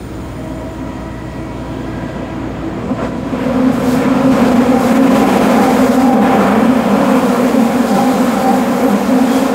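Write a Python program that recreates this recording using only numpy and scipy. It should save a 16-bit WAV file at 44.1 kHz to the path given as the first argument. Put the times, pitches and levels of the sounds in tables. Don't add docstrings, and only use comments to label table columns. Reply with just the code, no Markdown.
import sys
import numpy as np
from scipy import signal
from scipy.io import wavfile
from scipy.ndimage import uniform_filter1d, minimum_filter1d

SR = 44100
rng = np.random.default_rng(int(sys.argv[2]) if len(sys.argv) > 2 else 0)


def generate_wav(sig):
    pcm = np.round(np.clip(np.atleast_2d(sig).T, -1, 1) * 32767).astype(np.int16)
    wavfile.write(sys.argv[1], SR, pcm)


N = 420713


HUM_HZ = 59.15
HUM_DB, HUM_HOLD_S, HUM_LOSS_DB_PER_S = -29.5, 1.85, 2.0
# (multiple, level [dB])
HUM_ORDERS = [(1, 3), (2, 0)]
# (frequency [Hz], width of each pass [Hz], level at the start [dB])
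FAN_TONE = (323, 6, -35)
# (time [s], level before tilt [dB], tilt about 130 Hz [dB/octave])
RUMBLE_LEVELS = [(0, -30, -5), (1.3, -30, 1.5), (2.8, -27, 2), (3.4, -27, 4.5), (4.2, -23.5, 9),
                 (5, -28.5, -2), (5.8, -30, 2), (6.5, -27.5, 6), (7.3, -32.5, 4), (8, -31.5, 6),
                 (8.7, -34, 4), (9.54, -35, 0)]
# (frequency [Hz], density [dB per Hz])
RUMBLE_COLOUR = [(15, -37), (25, -21), (54, -2.5), (129, -0.5), (170, 1), (220, -31), (370, -120)]

# (frequency [Hz], width of each pass [Hz], level at the start [dB], level from 3 s [dB])
WHISTLES = [(6500, 120, -62, -65), (7070, 70, -59, -61), (7650, 200, -64, -63), (9170, 680, -57, -68),
            (15100, 1800, -58, -68)]

WHINE_HZ, WHINE_RISE_HZ_PER_S = 318.5, 2.5
WHINE_DB, WHINE_ATTACK_S, WHINE_ATTACK_DB = -31.5, 0.42, 9
WHINE_END_S, WHINE_LOSS_DB_PER_S = 4.2, 7
# (multiple, level [dB])
WHINE_ORDERS = [(1, 2), (2, 1.5), (3, -1.5), (4, -12), (5, -14), (6, -11.5), (7, -33), (8, -25),
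                (10, -23.5)]
# (multiple, centre [s], length [s], gain [dB])
WHINE_SWELLS = [(2, 0.57, 0.37, 5.5), (4, 1.05, 0.46, 6), (6, 1.14, 0.47, 6), (7, 1.44, .4, 22),
                (10, 1.8, .4, 7), (5, 2, .7, 10.5), (1, 2.52, 0.55, 9), (6, 2.1, 0.44, 6)]

PANEL_OFFSET_DB, PANEL_FLUTTER_DB = -5.0, 3.5
# (frequency [Hz], width of each pass [Hz], level [dB])
PANEL_MODES = [(780, 32, 0), (810, 24, -4)]
# (time [s], level ahead of PANEL_OFFSET_DB [dB])
PANEL_LEVELS = [(0, -63), (2.9, -43), (4.25, -40), (4.5, -16.5), (4.9, -17.5), (5.15, -21), (5.35, -15),
                (6.3, -16.5), (6.9, -23.5), (7.1, -22.5), (7.8, -19), (8.0, -16), (8.25, -25), (8.45, -14),
                (8.75, -21), (8.95, -15), (9.03, -25), (9.54, -28)]

# (time [s], hiss level [dB], brightness about 8 kHz [dB/octave])
FLANGE_LEVELS = [(0, -50, -8), (.5, -49, -4.5), (.9, -50.5, -8), (2.15, -50, -9), (2.5, -52.5, -8),
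                 (3.24, -48.5, -8.5), (3.43, -44.5, -5), (3.715, -41.5, -7), (3.73, -37.5, -1.5),
                 (4.03, -38.5, -4), (4.07, -41, -5), (4.78, -37.5, -4), (4.81, -31.5, -2.5),
                 (5.8, -30, -2.5), (6.1, -33, -2.5), (6.25, -36.5, -1.5), (6.9, -37, -2.5),
                 (7.25, -33, -1.5), (7.84, -33.5, -2), (7.9, -31, -3.5), (8.56, -32.5, -2), (8.66, -34, -2),
                 (9.54, -34.5, -3.5)]
# (centre [s], length [s], gain [dB])
HISS_FLARES = [(3.05, .08, 5), (3.92, 0.14, 7.5), (4.42, 0.44, 5.5), (5.19, 0.085, 3.5), (6.42, 0.14, 2),
               (7.07, .12, 0), (9.36, 0.19, 5.5)]
# (frequency [Hz], density [dB per Hz])
HISS_COLOUR = [(2060, -30), (3500, -5.5), (4250, -7.5), (5060, -7), (5590, -11), (6740, -2.5),
               (10200, -9.5), (11800, -7.5), (15600, -10.5)]
# (centre [s], length [s], frequency [Hz], width of each pass [Hz], peak level [dB])
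SQUEAKS = [(3.05, .07, 7800, 500, -51), (3.92, .1, 11200, 900, -46), (7.42, .06, 11500, 300, -47),
           (7.93, .15, 4900, 300, -41), (8.0, .4, 3200, 500, -42), (8.45, .25, 4600, 250, -43),
           (8.87, .11, 11750, 300, -38), (9.35, .19, 3250, 300, -36)]
# (frequency [Hz], width [Hz], lift [dB])
RIM_MODES = [(3160, 260, 5), (4970, 220, 2.5), (6750, 330, 2.5)]

# (centre [s], length [s], low edge [Hz], high edge [Hz], level [dB])
ROUGH_SPOT = (3.03, .11, 400, 1800, -25)

# (time [s], ripple boom ahead of BOOM_OFFSET_DB [dB], rolling roar at 0.9-3 kHz [dB])
WHEEL_LEVELS = [(0, -42, -37.5), (.6, -31, -36.5), (1.3, -36, -37), (2.2, -29, -33), (2.7, -30, -32),
                (3.05, -23, -33), (3.24, -24.5, -33.5), (3.42, -14.5, -26), (3.7, -14.5, -27.5),
                (4.05, -14.5, -23), (4.3, -13, -24), (4.45, -12, -19.5), (4.7, -10, -24), (4.85, -13, -24),
                (5.05, -9, -17.5), (5.55, -14.5, -18), (6.0, -7, -23), (6.43, -14.5, -18.5),
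                (6.75, -14, -22.5), (7.1, -18.5, -21), (7.6, -13, -24), (8.45, -16.5, -23),
                (8.85, -17.5, -24.5), (9.54, -11.5, -23.5)]
# (frequency [Hz], density [dB per Hz])
ROAR_STRAIGHT = [(88, -33), (150, -19), (315, -1), (397, -5.5), (574, -25.5), (650, -7), (807, -14.5),
                 (971, -16.5), (1210, -16.5), (2230, -23), (6000, -49), (7800, -70), (13200, -120)]
# (frequency [Hz], density [dB per Hz])
ROAR_CURVE = [(180, -10), (300, 7), (336, -27), (395, -6.5), (483, -1.5), (613, -7), (778, -5), (915, -9),
              (1270, -9), (2020, -17), (6000, -42), (7800, -66), (13200, -120)]
CURVE_S, CURVE_BLEND_S = 3.3, 0.17
STRAIGHT_SHARE, CURVE_SHARE = 0.28, 0.96
FILL_FROM_DB, FILL_SHARE_PER_DB = -21, 0.1

SHORT_RIPPLE_HZ, LONG_RIPPLE_HZ, STEADY_RIPPLE_HZ = 261.3, 203.8, 246.1
RIPPLE_DROOP_HZ_PER_S = 1.5
SHORT_SHARP_DB, LONG_SHARP_DB = -2, 4.5
SHARP_LOSS_DB_PER_S = 0.28
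BOOM_OFFSET_DB = -7
BOOM_FLUTTER_DB = 1.5
# (multiple, level [dB])
RIPPLE_ORDERS = [(1, 1), (2, -3), (3, -9), (4, -18), (5, -11)]
# (centre [s], length [s], share of the step down in rate [0-1])
LONG_STRETCHES = [(1.88, .15, .8), (2.8, 0.22, 0.97), (3.0, .1, .9), (4.45, .3, .5), (5.25, 0.083, 0.99),
                  (5.55, .4, 0.91), (6.18, .1, 0.81), (6.47, 0.36, 1), (6.9, .2, 1), (7.95, .15, 1),
                  (8.74, .14, 0.63), (8.93, .09, 0.99), (9.06, 0.063, 0.57)]
# (centre [s], length [s], gain [dB])
BOOM_SWELLS = [(1.6, 0.26, 5), (2.91, 0.045, 11.5), (3.4, .05, -3), (3.6, 0.063, 6), (3.72, 0.033, -1),
               (4.04, .15, -4), (4.2, 0.062, 2.5), (4.28, 0.06, 8.5), (4.75, 0.049, 6), (4.81, .03, -8),
               (4.84, 0.043, 8), (6.85, .15, -5.5), (6.73, .08, 9), (7.17, 0.14, 10.5), (7.28, 0.057, -2),
               (7.38, .12, 4), (7.68, .06, -6), (7.78, .14, 2.5), (7.9, .1, -7), (8.19, 0.11, 8),
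               (8.86, 0.072, 9.5), (8.96, .07, 0), (9.06, 0.1, -3.5), (9.19, 0.094, 8.5), (9.35, 0.07, 2)]

# (frequency [Hz], width [Hz], lift [dB])
CAR_MODES = [(181, 4.7, 1), (198.1, 12.7, 15), (229.5, 2.7, 7.5), (262.9, 17.4, 8), (278.3, 16.4, 3),
             (367.5, 29, 2.5), (472, 37, 5.5), (508, 9.8, -2.5), (548.6, 35, 8.5), (691, 4.8, 2.5),
             (706, 77, 4), (1016, 51, 5.5), (1370, 49, 1.5), (2420, 320, 3.5)]

CUTOFF_HZ = 15730


def from_db(db):
    return np.exp(np.asarray(db) * (np.log(10) / 20))


def rms_one(x):
    return x / np.sqrt(np.mean(x ** 2) + 1e-20)


def in_time(rows):
    time_s, *columns = np.transpose(rows)
    return [np.interp(np.arange(N) / SR, time_s, column) for column in columns]


def at_hz(points, hz):
    table_hz, values = np.transpose(points)
    return np.interp(np.log(hz), np.log(table_hz), values)


def drift(rate_hz):
    r = np.exp(-2 * np.pi * rate_hz * 40 / SR)
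    noise = rng.standard_normal(N // 40 + 4002)
    slow = signal.lfilter([1], [1, -2 * r, r * r], noise)[4000:]
    return np.interp(np.arange(N) / 40, np.arange(len(slow)), rms_one(slow))


def bumps(rows, power):
    t = np.arange(N)[::20] / SR
    curves = sum(height * np.exp(-np.abs(2 * (t - s) / length_s) ** power) for s, length_s, height in rows)
    return np.repeat(curves, 20)[:N]


def resonance(x, hz, width_hz):
    r = np.exp(-np.pi * width_hz / SR)
    feedback = [1, -2 * r * np.cos(2 * np.pi * hz / SR), r * r]
    return signal.lfilter(np.array([1, 0, -1]) * (1 - r * r) / 2, feedback, x)


def lifted(x, modes):
    for hz, width_hz, db in modes:
        x = x + (from_db(db) - 1) * resonance(x, hz, width_hz)
    return x


def band_pass(x, low_hz, high_hz):
    return signal.sosfilt(signal.butter(2, [low_hz, high_hz], "band", fs=SR, output="sos"), x)


def noise_bands(low_hz, count):
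    white = rng.standard_normal((2, N))
    edges_hz = low_hz * 2 ** (np.arange(count + 1) / 3)
    for k, (low, high) in enumerate(zip(edges_hz, edges_hz[1:])):
        yield np.sqrt(low * high), band_pass(white[k % 2], low, high)


def narrow_noise(hz, width_hz):
    once = resonance(rng.standard_normal(N), hz, width_hz)
    return rms_one(resonance(once, hz, width_hz))


def stack(rate_hz, orders, sharp_db=0):
    phase = 2 * np.pi * (np.cumsum(rate_hz) / SR + rng.random())
    return sum(from_db(db + sharp_db * np.log2(round(k))) * np.sin(round(k) * phase) for k, db in orders)


def hum(hum_db):
    tone = rms_one(stack(HUM_HZ * (1 + 0.002 * drift(0.73)), HUM_ORDERS))
    return tone * from_db(hum_db + .5 * drift(4.9))


def fan(hum_db):
    hz, width_hz, db = FAN_TONE
    return narrow_noise(hz, width_hz) * from_db(db + hum_db - hum_db[0])


def rumble(rumble_db, tilt_db):
    bands = list(noise_bands(36.25, count=7))
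    spread = np.std(sum(band * from_db(at_hz(RUMBLE_COLOUR, hz)) for hz, band in bands))
    tilted = sum(band * from_db(at_hz(RUMBLE_COLOUR, hz) + tilt_db * np.log2(hz / 130)) for hz, band in bands)
    return from_db(rumble_db) * tilted / spread


def whistles():
    t, out = np.arange(N) / SR, 0
    for hz, width_hz, start_db, end_db in WHISTLES:
        level_db = np.interp(t, [0, 3], [start_db, end_db]) + 1.8 * drift(3.4)
        out = out + narrow_noise(hz, width_hz) * from_db(level_db)
    return out


def axles(rate_hz, whine_db, apart, waver, swell_db, count):
    orders = []
    for multiple, db in WHINE_ORDERS:
        swells_db = sum(bumps([row[1:]], 3.2) for row in WHINE_SWELLS if round(row[0]) == round(multiple))
        orders.append((multiple, db + swell_db * drift(1.1) + swells_db))
    whine = 0
    for k in range(count):
        detune = apart * (k - (count - 1) / 2) + waver * drift(10.12)
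        whine = whine + stack(rate_hz * (1 + detune), orders)
    return from_db(whine_db) * rms_one(whine)


def panel(panel_db):
    modes = sum(from_db(db) * narrow_noise(hz, width_hz) for hz, width_hz, db in PANEL_MODES)
    return from_db(panel_db + PANEL_OFFSET_DB) * rms_one(modes)


def squeaks():
    t = np.arange(N) / SR
    return sum(narrow_noise(hz, width_hz) * from_db(db) * np.exp(-(2 * (t - s) / length_s) ** 2)
               for s, length_s, hz, width_hz, db in SQUEAKS)


def flange_hiss(hiss_db, bright_db, patchy_db):
    out, together = 0, drift(8.8)
    for hz, band in noise_bands(3440, count=7):
        tilt_db = bright_db * np.log2(hz / 8000)
        flicker_db = patchy_db * (0.46 * together + 0.5 * drift(12.0))
        out = out + band * from_db(at_hz(HISS_COLOUR, hz) + tilt_db + flicker_db)
    return from_db(hiss_db) * rms_one(out)


def rough_spot(s, length_s, low_hz, high_hz, db):
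    band = band_pass(rng.standard_normal(N), low_hz, high_hz)
    dull = rms_one(signal.lfilter([1], [1, -.9], band))
    return from_db(db) * dull * np.exp(-(2 * (np.arange(N) / SR - s) / length_s) ** 4)


def roar(roar_db, curve, patchy_db):
    out, curve = 0, np.clip(curve, 0, 1)
    for hz, band in noise_bands(140.5, count=16):
        straight_db = at_hz(ROAR_STRAIGHT, hz) - at_hz(ROAR_STRAIGHT, 1300)
        bend_db = at_hz(ROAR_CURVE, hz) - at_hz(ROAR_CURVE, 1477)
        colour_db = straight_db + curve * (bend_db - straight_db)
        out = out + band * from_db(colour_db + patchy_db * drift(3.4))
    return from_db(roar_db) * out * np.sqrt(SR / 2 / (3000 - 900))


def ripples(rate_hz, boom_db, sharp_db, spread, swell_db, count):
    sharp_db = np.clip(sharp_db, -6, 4)
    rates_hz = [rate_hz, np.full(N, float(STEADY_RIPPLE_HZ))]
    wheels = 0
    for k in range(count):
        gain = from_db(swell_db * drift(6.5))
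        wheel_hz = rates_hz[k % 2] * (1 + spread * drift(14))
        wheels = wheels + gain * stack(wheel_hz, RIPPLE_ORDERS, sharp_db)
    return from_db(boom_db + BOOM_OFFSET_DB) * rms_one(wheels)


def car_body(x):
    return lifted(x, CAR_MODES)


def scene():
    t = np.arange(N) / SR
    hum_db = HUM_DB - HUM_LOSS_DB_PER_S * np.maximum(t - HUM_HOLD_S, 0)
    underfloor = hum(hum_db) + fan(hum_db) + rumble(*in_time(RUMBLE_LEVELS))

    attack_db = WHINE_ATTACK_DB * np.maximum(1 - t / WHINE_ATTACK_S, 0)
    whine_db = WHINE_DB - attack_db - WHINE_LOSS_DB_PER_S * np.maximum(t - WHINE_END_S, 0)
    whine_hz = WHINE_HZ + WHINE_RISE_HZ_PER_S * t
    whine = axles(whine_hz, whine_db, apart=.017, waver=.013, swell_db=1.5, count=3)
    ringing = panel(in_time(PANEL_LEVELS)[0] + PANEL_FLUTTER_DB * drift(2.5))

    hiss_db, bright_db = in_time(FLANGE_LEVELS)
    hiss = flange_hiss(hiss_db + bumps(HISS_FLARES, 1.5), bright_db, patchy_db=1.0)

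    boom_db, roar_db = in_time(WHEEL_LEVELS)
    entered = (1 + np.tanh((t - CURVE_S) / CURVE_BLEND_S)) / 2
    curve = STRAIGHT_SHARE + (CURVE_SHARE - STRAIGHT_SHARE) * entered
    curve = curve - FILL_SHARE_PER_DB * np.maximum(roar_db - FILL_FROM_DB, 0)
    rolling = roar(roar_db, curve, patchy_db=0.95) + rough_spot(*ROUGH_SPOT)

    boom_db = boom_db + bumps(BOOM_SWELLS, 2) + BOOM_FLUTTER_DB * drift(6.1)
    longer = np.clip(bumps(LONG_STRETCHES, 4), 0, 1)
    short_hz = SHORT_RIPPLE_HZ - RIPPLE_DROOP_HZ_PER_S * t
    rate_hz = short_hz + longer * (LONG_RIPPLE_HZ - short_hz)
    sharp_db = SHORT_SHARP_DB + longer * (LONG_SHARP_DB - SHORT_SHARP_DB) - SHARP_LOSS_DB_PER_S * t
    rolling = rolling + ripples(rate_hz, boom_db, sharp_db, spread=.05, swell_db=2.0, count=4)

    car = lifted(car_body(rolling) + ringing + whine + hiss, RIM_MODES)
    return (car + whistles() + squeaks() + underfloor)[None]


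def record(dry):
    top, bass_cut_hz, span_samples = .94, 47, 441
    heard = signal.sosfilt(signal.butter(4, bass_cut_hz, "high", fs=SR, output="sos"), dry)
    needed_gain = np.minimum(1, top / (np.abs(heard) + 1e-9))
    gain = minimum_filter1d(needed_gain, size=2 * span_samples + 1)
    limited = heard * uniform_filter1d(gain, size=span_samples)
    return signal.sosfilt(signal.ellip(18, .3, 100, CUTOFF_HZ, fs=SR, output="sos"), limited)


dry = scene()
out = record(dry)
generate_wav(out)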